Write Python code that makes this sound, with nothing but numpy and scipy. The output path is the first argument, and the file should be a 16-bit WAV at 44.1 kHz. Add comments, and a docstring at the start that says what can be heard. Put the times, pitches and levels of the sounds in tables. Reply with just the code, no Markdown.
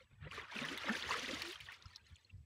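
"""Outdoors: light wind thuds on the microphone over a faint hiss and one thin steady tone.
A plastic bucket is dragged through a shallow muddy puddle, tipped up and lifted out.
Stirring drives swarms of damped-sine bubbles and spray; big air pockets gulp as rising sines.
Single bubbles ring amid droplets, and noise bursts snap in the treble.
The water calms to sparse trickles and the last drops fall back."""
import sys
import numpy as np
from scipy import signal
from scipy.fft import rfft, irfft, next_fast_len
from scipy.io import wavfile
from scipy.ndimage import uniform_filter1d, map_coordinates

SR = 44100
rng = np.random.default_rng(int(sys.argv[2]) if len(sys.argv) > 2 else 0)


def generate_wav(signal):
    """Clip the signal to [-1, 1] and save it as 16-bit WAV at the path in sys.argv[1]."""
    frames = np.transpose(np.atleast_2d(signal))
    scaled = np.clip(frames, -1, 1) * 32767
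    pcm = np.round(scaled).astype(np.int16)
    wavfile.write(sys.argv[1], SR, pcm)


N = 108045  # samples
TOP_HZ = 15720  # band limit


def amp(db):
    """Decibels to gain."""
    return 10 ** (np.asarray(db) / 20)


def unit(x):
    """Scaled to rms 1."""
    return x / np.sqrt(np.mean(x ** 2) + 1e-20)


def along(points, hz):
    """Level in dB at hz from (Hz, dB) points on a log axis; -120 dB outside."""
    point_hz, point_db = np.transpose(points)
    return np.interp(np.log(hz + 1), np.log(point_hz + 1), point_db, -120, -120)


def curves(rows):
    """One value per sample for each column after the time."""
    time_s, *columns = np.transpose(rows)
    return [np.interp(np.arange(N) / SR, time_s, column) for column in columns]


def wobble(rate_hz):
    """Smooth random curve through rate_hz knots a second."""
    knots = rng.standard_normal(1000)
    return map_coordinates(knots, [np.arange(N) * rate_hz / SR])


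def filtered(x, response):
    """x times a response of frequency, zero-padded against wrap-around."""
    size = next_fast_len(N + 8192)
    gain = response(np.fft.rfftfreq(size, 1 / SR))
    return irfft(rfft(x, size) * gain, size)[:N]


def noise(spectrum):
    """Gaussian noise coloured by a spectrum, rms 1."""
    white = rng.standard_normal(N)
    return unit(filtered(white, lambda hz: amp(along(spectrum, hz))))


def bubbles(start_s, gain, hz, cycles, rise, size):
    """Ringing air bubbles: sines losing 40 dB per life of cycles, soft onset, rising pitch, size samples."""
    step = np.arange(size)
    turns = step / SR * np.minimum(hz, TOP_HZ)[:, None]
    life = turns / np.clip(cycles, .5, 150)[:, None]
    envelope = gain[:, None] * amp(-40 * life) * (1 - np.exp(-turns / 1.812))
    wave = envelope * np.sin(2 * np.pi * turns * (1 + rise * np.minimum(life, 1) / 2))
    wave = wave * np.minimum(1, 4 - 4 * step / size)  # fade over the last quarter
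    at = np.round(start_s * SR).astype(int)[:, None] + step
    return np.bincount(at.ravel(), wave.ravel(), N + size + SR)[:N]


def swarm(spectrum, count, size, base_cycles, spread_db, noise_db, lumps_db, lump_rate_hz):
    """Random bubbles, coloured by spectrum, over a noise bed; level swings in random lumps; rms 1."""
    when, pitch, loudness, damping = rng.random((count, 4)).T
    low_hz, high_hz = spectrum[0][0], spectrum[-1][0]
    hz = low_hz * (high_hz / low_hz) ** pitch
    gain = hz * amp(along(spectrum, hz) + spread_db * loudness ** 3)
    cycles = base_cycles * (0.19 + 1.55 * damping)
    grains = bubbles(when * N / SR, gain, hz, cycles, rise=0.025, size=size)
    bed = amp(noise_db) * noise(spectrum)
    lumps = amp(lumps_db * np.tanh(wobble(lump_rate_hz)))
    return unit((unit(grains) + bed) * lumps)


# wind level: (time [s], level [dB])
WIND = [(0, -76.5), (.04, -65), (.08, -85), (.13, -58.5), (.17, -70), (.23, -53), (.31, -64), (.36, -61),
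        (.47, -65.5), (.53, -76.5), (.61, -67), (.81, -71), (.91, -66), (.99, -69.5), (1.07, -59),
        (1.25, -69.5), (1.39, -56.5), (1.5, -79), (1.63, -65), (1.81, -80), (1.86, -56.5), (1.97, -80),
        (2.025, -66.5), (2.08, -75), (2.13, -55.5), (2.2, -83), (2.3, -75), (2.335, -57), (2.355, -52),
        (2.39, -56.5), (2.45, -65.5)]
# wind colour: (frequency [Hz], relative density [dB per Hz])
RUMBLE = [(25, -32), (44, -0.5), (81, 9), (141, 0.5), (177, -11.5), (230, -9.5), (300, -61.5)]


def wind():
    """Wind thuds: low noise on a smoothed level curve with a small random wobble."""
    level_db, = curves(WIND)
    level_db = uniform_filter1d(level_db, size=500) + 1.0 * wobble(25.725)
    return amp(level_db) * noise(RUMBLE)


# hiss colour: (frequency [Hz], relative density [dB per Hz])
HISS = [(150, -14), (450, -22), (700, -17.5), (7400, -25.5), (15500, -35.5)]
HISS_DB = -87  # rms


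def hiss():
    """Steady coloured noise."""
    return amp(HISS_DB) * noise(HISS)


# steady sine: (frequency [Hz], level before a 3.5 dB lift [dB])
TONE = [(7822, -94.5)]


def tone():
    """Constant sine, peak 3.5 dB above the table level."""
    t = np.arange(N) / SR
    return sum(amp(db + 3.5) * np.sin(2 * np.pi * hz * t) for hz, db in TONE)


# stirred water: (time [s], level [dB], spray re level [dB], gurgle re level [dB])
STIR = [(0, -63, -10.5, -24.5), (.045, -74, -7, -13), (.065, -78.5, -23.5, -23.5), (.108, -82, -2.5, -11),
        (.116, -73, -11.5, -7.5), (.19, -78, -16, -13), (.23, -58, -23, -20), (.275, -58, -25.5, 4.5),
        (.305, -66, -5.5, -21.5), (.314, -56.5, -3.5, -3.5), (.39, -50.5, -6.5, -14),
        (.43, -54, -13.5, -10.5), (.48, -59.5, -11, -24), (.54, -51.5, -4, -17), (.57, -49, -1.5, -5),
        (.65, -46.5, -9.5, -13), (.72, -50.5, -0.5, -1), (.77, -49.5, -10.5, -13.5),
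        (.84, -50, -2.5, -12.5), (.89, -44, -11, -4.5), (.95, -48.5, -1.5, -6), (1.06, -48.5, -4.5, -8.5),
        (1.12, -44, -4, -15), (1.25, -51.5, 2.5, -3), (1.4, -50.5, -1, -6), (1.53, -58.5, 6, -9.5),
        (1.58, -58, -4.5, -46), (1.65, -64.5, 4.5, -16.5), (1.7, -55.5, -12, -23.5), (1.735, -60, 4, -17.5),
        (1.78, -63.5, -5.5, -13.5), (1.87, -67, -0.5, -19.5), (2.04, -77, -2, -8),
        (2.065, -72.5, 3.5, -8.5), (2.16, -77.5, -3, -11), (2.22, -85.5, 7, -0.5), (2.45, -93.5, -0.5, 5)]
# mid-size bubbles: (frequency [Hz], relative density [dB per Hz])
BODY = [(350, -21), (600, -7), (729, -10), (1070, -1.5), (1350, -1), (1790, 1), (3600, -8.5), (4680, -30)]
# smallest bubbles: (frequency [Hz], relative density [dB per Hz])
SPRAY = [(1760, -4.5), (3000, -1), (4500, -3.5), (5060, -6.5), (6310, -9.5), (8080, -19.5), (9670, -19),
         (13400, -31), (15500, -27)]
# largest bubbles: (frequency [Hz], relative density [dB per Hz])
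GURGLE = [(100, -72), (170, -4.5), (220, 1.5), (285, 1.5), (476, 3.5), (800, -14), (1040, -16)]
CALM_DB, CALM_SPAN_DB = -57, 15.5  # calm sets in below the first, is full one span lower


def slosh():
    """Three bubble sizes follow the stirring; calm thins the rush to sparse, long-ringing bubbles."""
    level_db, spray_db, gurgle_db = curves(STIR)
    calm = np.clip((CALM_DB - level_db) / CALM_SPAN_DB, 0, 1)
    body = swarm(BODY, count=3600, size=1100, base_cycles=29.95, spread_db=15.5,
                 noise_db=-3, lumps_db=1, lump_rate_hz=50)
    trickle = swarm(BODY[2:], count=750, size=3000, base_cycles=70, spread_db=9,
                    noise_db=-9, lumps_db=3, lump_rate_hz=20)
    spray = swarm(SPRAY, count=8000, size=500, base_cycles=25, spread_db=16,
                  noise_db=-2, lumps_db=3.5, lump_rate_hz=70)
    beads = swarm(SPRAY, count=1300, size=1500, base_cycles=85, spread_db=9,
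                  noise_db=-5, lumps_db=3.5, lump_rate_hz=15)
    gurgle = swarm(GURGLE, count=900, size=3500, base_cycles=8.62, spread_db=4,
                   noise_db=1.0, lumps_db=4.5, lump_rate_hz=33)
    dense_gain = amp(-11 * calm)
    sparse_gain = .3 + .7 * calm
    middle = dense_gain * body + sparse_gain * trickle
    treble = amp(spray_db) * (dense_gain * spray + sparse_gain * beads)
    return amp(level_db) * (middle + treble + amp(gurgle_db) * gurgle)


# big air pockets: (time [s], peak [dB], starting pitch [Hz], length [s], pitch rise [share])
GULPS = [(.008, -61.5, 518, 0.0304, 0.021), (.226, -48, 139, 0.0855, 0.42),
         (.262, -59, 499.2, 0.0395, 0.0183), (0.38, -45.5, 419.6, 0.0156, 0.054),
         (0.557, -44.5, 216.5, 0.0328, 0.021), (0.614, -41, 242, 0.0313, 0.038),
         (0.625, -46.5, 563.3, 0.0247, 0.055), (.59, -53.5, 140.5, 0.1784, 0.64),
         (0.843, -42, 587.3, 0.0091, 0.077), (.893, -37, 202, 0.0474, 0.46),
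         (1.151, -45.5, 465, 0.032, 0.237), (1.228, -47.5, 255.7, 0.0336, 0.031),
         (1.295, -45.5, 499.7, 0.0484, 0.583), (1.331, -39, 272, 0.0188, 0.016),
         (1.428, -52.5, 335.2, 0.1044, 0.0473), (1.475, -49.5, 335.3, 0.0632, 0.376)]


def gulps():
    """An air pocket swells, sings upward and closes: a rising sine under a skewed arch."""
    out = np.zeros(N + SR)
    for start_s, db, hz, length_s, rise in GULPS:
        u = np.arange(round(length_s * SR)) / (length_s * SR)
        arch = np.sin(np.pi * u ** 0.484) ** 1.367
        turns = hz * length_s * (u + rise * u ** 3 / 3)
        out[round(start_s * SR):][:len(u)] += amp(db) * arch * np.sin(2 * np.pi * turns)
    return out[:N]


# single bubbles and drops: (time [s], level before onset and decay [dB], pitch [Hz], life to -40 dB [cycles])
PLINKS = [(0.3127, -31, 2770, 12.4), (0.331, -38, 1351, 17.7), (0.377, -36.5, 1180, 25),
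          (0.395, -30.5, 1990, 16.2), (0.5213, -40, 943.7, 21), (0.5608, -35, 1472, 19.6),
          (0.5635, -32, 2798, 30.4), (0.5884, -22.5, 2610, 9.8), (0.6426, -25, 1770, 14.2),
          (0.6495, -25, 1977, 17.5), (0.686, -30, 3058, 23.2), (0.7758, -24, 3837, 7.9),
          (0.794, -32.5, 3510, 15.7), (0.8701, -33, 2103, 40), (0.8926, -17.5, 1706, 11.94),
          (0.9496, -20.5, 1715, 8.3), (1.0246, -23.5, 3500, 10.95), (1.039, -27.5, 1800, 11.7),
          (1.0905, -27.5, 882, 9.16), (1.1086, -31, 4514, 38), (1.1075, -23, 1126, 17.9),
          (1.1408, -21.5, 1264, 11.4), (1.1955, -32, 5994, 29.7), (1.242, -28.5, 1896, 13.7),
          (1.2593, -25, 3282, 12.2), (1.2895, -26, 2057, 14.3), (1.3108, -34.5, 3533, 29.6),
          (1.4196, -25, 4415, 21.9), (1.4194, -25.5, 2347, 15.4), (1.511, -31.5, 3706, 18.4),
          (1.5291, -36.5, 3144, 25), (1.5572, -38.5, 3154, 46), (1.557, -44, 1206, 18.4),
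          (1.6034, -25.5, 2553, 5.24), (1.6664, -38, 3130, 14.5), (1.6862, -38, 1845, 44.5),
          (1.72, -34, 2116, 12.4), (1.8235, -36.5, 4360, 9.4), (1.8573, -44, 5095, 42.6),
          (1.8559, -49, 1339, 30), (1.9507, -45.5, 3970, 24), (1.9605, -36, 4170, 29.4),
          (1.9598, -35, 5360, 20.9), (2.069, -60.5, 5050, 37), (2.129, -66.5, 2214, 71),
          (2.145, -63, 4340, 81), (2.157, -47, 3350, 21.3), (2.1602, -48.5, 6960, 23),
          (2.166, -51, 2676, 19.8), (2.1846, -65, 3520, 58), (2.2473, -54.5, 4230, 84.5),
          (2.296, -55.5, 2627, 25.2), (2.301, -50.5, 2707, 40.3)]
SPATTER_S, SPATTER_DB = 0.01, -10.5  # latest droplet delay, strongest droplet re its plink
SPATTER_OCTAVES = 0.2628  # droplet pitch: this far below to twice this above


def plinks():
    """Each loud bubble rings briefly amid eight weaker droplets of nearby pitch."""
    start_s, db, hz, cycles = np.transpose(PLINKS)[..., None]
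    when, up, size = np.moveaxis(rng.random((len(start_s), 8, 3)), 2, 0)
    drop_s = start_s + SPATTER_S * when ** 1.5
    drop_gain = amp(db + SPATTER_DB - 7.8 * size)
    drop_hz = hz * 2 ** (SPATTER_OCTAVES * (3 * up ** 2 - 1))
    drop_cycles = 14 + 12 * size
    spatter = bubbles(drop_s.ravel(), drop_gain.ravel(), drop_hz.ravel(), drop_cycles.ravel(),
                      rise=0.12, size=900)
    rings = bubbles(start_s[:, 0], amp(db)[:, 0], hz[:, 0], cycles[:, 0], rise=0.015, size=1500)
    return rings + spatter


# sharp bright snaps of spray: (time [s], level before a 6.5 dB cut [dB])
SNAPS = [(0.6497, -53), (0.7756, -38.5), (0.8924, -48), (1.4185, -37.5), (1.4835, -45), (1.519, -44),
         (1.604, -47), (1.719, -49.5), (1.961, -53.5)]
SNAP_T60_S, SNAP_HZ = 0.0251, 5900  # 60 dB decay time, lower edge


def snaps():
    """Treble noise bursts with a soft start and exponential decay."""
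    start_s, db = np.transpose(SNAPS)
    strikes = np.zeros(N)
    strikes[np.round(start_s * SR).astype(int)] = amp(db - 6.5)
    t = np.arange(SR // 20) / SR
    decay = amp(-60 * t / SNAP_T60_S) * (1 - np.exp(-t / 0.0015))
    white = rng.standard_normal(N)
    treble = unit(filtered(white, lambda hz: hz ** 2 / (hz ** 3 + SNAP_HZ ** 3)))
    return treble * signal.fftconvolve(strikes, decay)[:N]


def scene():
    """All sources, one channel."""
    return (wind() + hiss() + tone() + slosh() + gulps() + plinks() + snaps())[None]


def record(dry):
    """Nothing is kept above the band limit."""
    return filtered(dry[0], lambda hz: hz < TOP_HZ)[None]


dry = scene()
out = record(dry)
generate_wav(out)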